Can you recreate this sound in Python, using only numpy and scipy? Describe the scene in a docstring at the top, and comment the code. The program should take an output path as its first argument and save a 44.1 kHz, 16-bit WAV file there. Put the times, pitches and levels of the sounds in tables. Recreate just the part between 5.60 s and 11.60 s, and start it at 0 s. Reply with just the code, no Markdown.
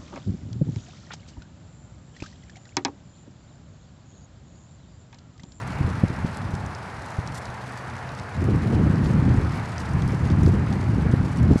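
"""A power line arcs at night, far down a windy street: steady roar and rasp, thin hiss.
Its sparks add a fine fizz and millisecond crackles. Short sizzles pass; a brief bright hiss comes last.
Wind eddies hit the microphone in single puffs, drop to a lull, then buffet it in long gusts.
In the lull a low hum swells, climbs in pitch and fades. One microphone feeds both channels."""
import sys
import numpy as np
from scipy import signal
from scipy.fft import rfft, irfft, next_fast_len
from scipy.io import wavfile
from scipy.ndimage import uniform_filter1d, map_coordinates

SR = 44100
rng = np.random.default_rng(int(sys.argv[2]) if len(sys.argv) > 2 else 0)


def put_to_file(sound):
    """Save the sound as 16-bit audio at rate SR, in the file named by the first command-line argument."""
    columns = np.atleast_2d(sound).T  # one column per channel
    safe = np.clip(columns, -1, 1)
    whole_steps = np.round(safe * 32767)
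    wavfile.write(sys.argv[1], SR, whole_steps.astype(np.int16))


N = 264600

# arc envelopes, before layer offsets: (time [s], strength [dB], rasp [dB])
ARC_LEVELS = [(0.0, -42, -42), (0.22, -41, -38), (0.9, -42, -44), (2.2, -42, -42.5), (2.72, -42.5, -42),
              (3.15, -40.5, -41.5), (4.05, -40.5, -39.5), (4.9, -41, -42), (5.95, -42, -41.5)]
# loudest snaps: (time [s], level [dB], centre [Hz])
CRACKLE_EVENTS = [(0.4835, -36.5, 4730), (0.7713, -36, 6800), (.9522, -36, 5600), (1.1495, -35, 4600),
                  (1.6747, -30, 4430), (1.8551, -37, 5000), (2.491, -36, 3900), (2.598, -38, 4900),
                  (2.8414, -37, 6500), (3.4591, -34, 3600), (4.1812, -31, 5000), (4.421, -32, 4100),
                  (4.4778, -36, 6000), (4.702, -30, 3400), (4.8336, -35, 6300), (4.862, -26.5, 3600),
                  (5.127, -30.5, 4200)]
# short sizzles, then a brief bright hiss at the very end: (time [s], level [dB], half length [s])
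SIZZLE_EVENTS = [(1.753, -43, 0.01), (1.779, -43, 0.012), (3.487, -53.5, 0.019), (4.204, -43, 0.008),
                 (4.873, -51, 0.03), (5.655, -52, 0.012), (5.983, -43.5, 0.013)]
# noise spectra: (frequency [Hz], relative density [dB])
ROAR_SPECTRUM = [(15, -45), (40, -27), (90, -20), (200, -1.5), (350, -7.5), (550, -6), (700, -4),
                 (880, -1.5), (1100, -6), (1600, -10.5), (2100, -16.5), (3200, -28.5), (5000, -37),
                 (12000, -59)]
RASP_SPECTRUM = [(600, -38), (1100, -2.5), (1450, -1), (1950, -4), (2600, -10.5), (3300, -22), (6000, -41),
                 (12000, -68)]
HISS_SPECTRUM = [(1500, -1.5), (3200, -1), (4400, 3.5), (6000, -1.5), (8000, -5.5), (10000, -8.5),
                 (12000, -19.5)]
FIZZ_SPECTRUM = [(1000, -37), (3000, 2.5), (4500, 2), (7500, -4), (12000, -13)]
SIZZLE_SPECTRUM = [(2000, -8), (4000, 5), (7500, 5), (9500, 0), (12000, -5.5)]
# wind at the microphone: (time [s], strength [dB])
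WIND_LEVELS = [(0, -34.5), (0.25, -27), (0.72, -33.5), (1.02, -30.5), (1.25, -42), (1.66, -37), (2.1, -45),
               (2.73, -36.5), (2.83, -23.5), (2.94, -19.5), (3.01, -25.5), (3.22, -18), (3.45, -22.5),
               (3.63, -17), (3.92, -24.5), (4.06, -32), (4.25, -31), (4.36, -20.5), (4.57, -25),
               (4.87, -15.5), (5.07, -25), (5.6, -18.5), (5.73, -27.5), (5.8, -18.5), (5.93, -13.5),
               (5.99, -55)]
# small eddies: (time [s], level re wind strength [dB])
EDDY_LEVELS = [(0.3, -9), (3.2, -6.5), (4.3, -12.5), (5.1, -8.5), (5.9, -10.5)]
# lone eddies: (time [s], relative level [dB], pitch [Hz])
PUFF_EVENTS = [(0.212, -14.5, 122), (0.249, -19.5, 85.6), (0.4383, -8, 146), (0.505, -20.5, 173),
               (0.649, -15, 135), (.940, -19, 106), (1.590, -17.5, 100), (1.892, -28.5, 112),
               (3.785, -9.5, 99), (4.372, -17.5, 128), (4.876, -11.5, 150), (5.385, -14, 175),
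               (5.539, -9, 149), (5.914, -7.5, 187), (5.959, -8.5, 180)]
# turbulence spectra: (frequency [Hz], relative density [dB])
BUFFET_SPECTRUM = [(8, -50), (22, -19), (38, -20), (55, -9.5), (80, 3), (130, 1.5), (190, -5.5), (260, -15),
                   (400, -30.5), (800, -70), (4000, -120)]
EDDY_SPECTRUM = [(20, -72), (90, -34), (170, -1.5), (235, 1), (310, -3), (420, -11), (650, -22),
                 (1200, -39.5), (3000, -42), (10000, -120)]
WAKE_SPECTRUM = [(40, -30), (150, -10), (240, -5.5), (380, -7.5), (520, -15), (800, -38), (3000, -80)]


def arc():
    """Arc roar and rasp arrive through gusty air; a thin hiss follows the roar."""
    strength_db, rasp_db = curves(ARC_LEVELS)
    roar = amp(strength_db + 3.5) * patchy(noise(ROAR_SPECTRUM), depth_db=0.2)
    rasp = amp(rasp_db - 2 + 1.1 * wobble(120)) * patchy(noise(RASP_SPECTRUM), depth_db=1.35)
    hiss = amp(strength_db - 13.5 + 0.31 * wobble(24.2)) * noise(HISS_SPECTRUM)
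    return roar + rasp + hiss


def fizz():
    """Tiny sparks flare briefly, in clumps; their level follows the arc."""
    strength_db, _ = curves(ARC_LEVELS)
    rate_per_s, energy_decay_s = 170 * amp(2.2 * wobble(18)), 0.003
    fires = rng.random(N) < rate_per_s / SR
    sparks = fires * amp(np.minimum(5.3 * rng.exponential(size=N), 11))
    decay = np.exp(-np.arange(SR // 50) / SR / energy_decay_s)
    flare = np.sqrt(np.abs(signal.fftconvolve(sparks ** 2, decay)[:N]))
    bursts = coloured(flare * rng.standard_normal(N), FIZZ_SPECTRUM)
    return amp(strength_db - 14) * patchy(bursts, depth_db=2.0)


def crackles():
    """Millisecond snaps, each of its own colour, with weak scatter from the street."""
    attack_s, decay_s, scatter_s, width_oct = 0.0001, 0.0011, 0.009, 0.5
    out, t = np.zeros(N), np.arange(SR // 20) / SR
    hz = np.fft.rfftfreq(len(t), 1 / SR) + 1
    snap = (1 - np.exp(-t / attack_s)) * np.exp(-t / decay_s)
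    scatter = 0.11 * np.exp(-t / scatter_s)
    highpass = 1 / np.sqrt(1 + (2800 / hz) ** 8)
    for s, db, centre_hz in CRACKLE_EVENTS + faint_crackles():
        band = np.exp(-0.5 * (np.log2(hz / centre_hz) / width_oct) ** 2)
        burst = unit(irfft(rfft(rng.standard_normal(len(t))) * band * highpass, len(t)))
        add(out, s, amp(db) * (snap + scatter) * burst)
    return out


def faint_crackles(rate_per_s=6, mean_db=-41, centre_hz=5440, spread_oct=0.23):
    """Weak random snaps: (time [s], level [dB], centre [Hz])."""
    times_s = np.flatnonzero(rng.random(N) < rate_per_s / SR) / SR
    drop_db, colour = rng.standard_normal((len(times_s), 2)).T
    return list(zip(times_s, mean_db - drop_db, centre_hz * 2 ** (spread_oct * colour)))


def sizzles():
    """Short swells of rough treble noise; the last is a brief bright hiss at the very end."""
    t = np.arange(N) / SR
    swell = sum(amp(db) * np.exp(-((t - s) / half_s) ** 2) for s, db, half_s in SIZZLE_EVENTS)
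    roughness = amp(2.6 * wobble(700))
    return swell * unit(roughness * noise(SIZZLE_SPECTRUM))


def wind(breakaway_db=-33.5, steepness=2.6):
    """Large eddies rumble on the microphone; small ones break away and flutter in strong flow."""
    gust_db, = curves(WIND_LEVELS)
    share_db, = curves(EDDY_LEVELS)
    strength_db = gust_db + wobble(13)  # quick surges
    buffet = amp(strength_db + 0.1 + 1.7 * wobble(30)) * turbulence(BUFFET_SPECTRUM, span_s=0.0476)
    eddies = amp(strength_db + share_db + 3.25 * wobble(75)) * turbulence(EDDY_SPECTRUM, span_s=0.026)
    breakaway = 1 / (1 + amp(-steepness * (strength_db - breakaway_db)))
    return buffet + breakaway * eddies


def puffs(trail_db=-21, trail_peak_s=0.0094):
    """A lone eddy passes the microphone: push, pull, wake flutter, trailing rumble."""
    out, t = np.zeros(N), np.arange(N) / SR
    flutter = turbulence(WAKE_SPECTRUM, span_s=0.02)
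    rumble = turbulence(BUFFET_SPECTRUM, span_s=0.023)
    for s, db, hz in PUFF_EVENTS:
        phase = 2 * np.pi * hz * (t - s)
        push_pull = -np.sin(phase) * np.exp(-(phase / 2.73) ** 2)
        # smaller eddy, stronger flutter
        wake = (hz / 400) ** 2 * flutter * np.exp(-((phase - 1.5) / 5.2) ** 2)
        age = np.maximum(t - s, 0) / trail_peak_s
        trail = amp(trail_db) * age * np.exp(1 - age) * rumble
        out += amp(db + 4.5) * (push_pull + wake + trail)
    return out


def hum():
    """Wavering low tone, perhaps a far engine: steady climb, slow swell, fast fade."""
    base_hz, climb_from_s, climb_hz_per_s = 114.2, 1.2, 11
    peak_s, peak_db, swell_db_per_s, fade_db_per_s = 2.47, -38.5, 6.5, 26
    t = np.arange(N) / SR
    hz = base_hz + climb_hz_per_s * np.maximum(t - climb_from_s, 0)
    db = peak_db - np.maximum(swell_db_per_s * (peak_s - t), fade_db_per_s * (t - peak_s))
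    phase = 2 * np.pi * np.cumsum(hz * (1 + 0.0046 * wobble(11.4))) / SR
    return amp(db + 1.4 * wobble(8.04)) * np.sin(phase)


def amp(db):
    """Decibels to gain."""
    return 10 ** (np.asarray(db) / 20)


def unit(x):
    """x at rms 1."""
    return x / np.sqrt(np.mean(x ** 2) + 1e-20)


def curves(rows):
    """One per-sample curve for each column after the time."""
    times_s, *columns = np.transpose(rows)
    return [np.interp(np.arange(N) / SR, times_s, column) for column in columns]


def wobble(knots_per_s):
    """Smooth random curve, rms near 1."""
    knots = rng.standard_normal(int(N * knots_per_s / SR) + 4)
    return map_coordinates(knots, [np.arange(N) * knots_per_s / SR])


def filtered(x, response):
    """x filtered by the gain response(hz)."""
    size = next_fast_len(N + SR // 2)
    return irfft(rfft(x, size) * response(np.fft.rfftfreq(size, 1 / SR)), size)[:N]


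def coloured(x, spectrum):
    """x shaped by a spectrum table on a log frequency axis, rms 1."""
    points_hz, db = np.transpose(spectrum)
    return unit(filtered(x, lambda hz: amp(np.interp(np.log(hz + 1), np.log(points_hz), db))))


def noise(spectrum):
    """Coloured noise, rms 1."""
    return coloured(rng.standard_normal(N), spectrum)


def patchy(x, depth_db):
    """x with random gain patches in time and frequency, rms 1."""
    bins = signal.stft(x, nperseg=512)[2]
    patches = uniform_filter1d(rng.standard_normal(bins.shape), size=6, axis=0)
    patches = uniform_filter1d(patches, size=16, axis=1)
    return unit(signal.istft(bins * amp(depth_db * unit(patches)), nperseg=512)[1][:N])


def turbulence(spectrum, span_s):
    """Noise, even in strength over span_s and lumpy within it."""
    x = noise(spectrum)
    power = np.abs(uniform_filter1d(x ** 2, int(span_s * SR) + 1))
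    return unit(x / np.sqrt(power + 1e-6))


def add(track, start_s, x):
    """Mix x into track from start_s."""
    part = track[max(round(start_s * SR), 0):][:len(x)]
    part += x[:len(part)]


def scene():
    """All sources at one microphone, on two channels."""
    mono = arc() + fizz() + crackles() + sizzles() + hum() + wind() + puffs()
    return np.array([mono, mono])


def record(dry):
    """The strongest buffets saturate the microphone; a band limit cuts the top treble."""
    ceiling, cutoff_hz = 0.58, 12050
    saturated = dry / (1 + np.abs(dry / ceiling) ** 4) ** (1 / 4)
    return np.array([filtered(x, lambda hz: hz < cutoff_hz) for x in saturated])


dry = scene()
out = record(dry)
put_to_file(out)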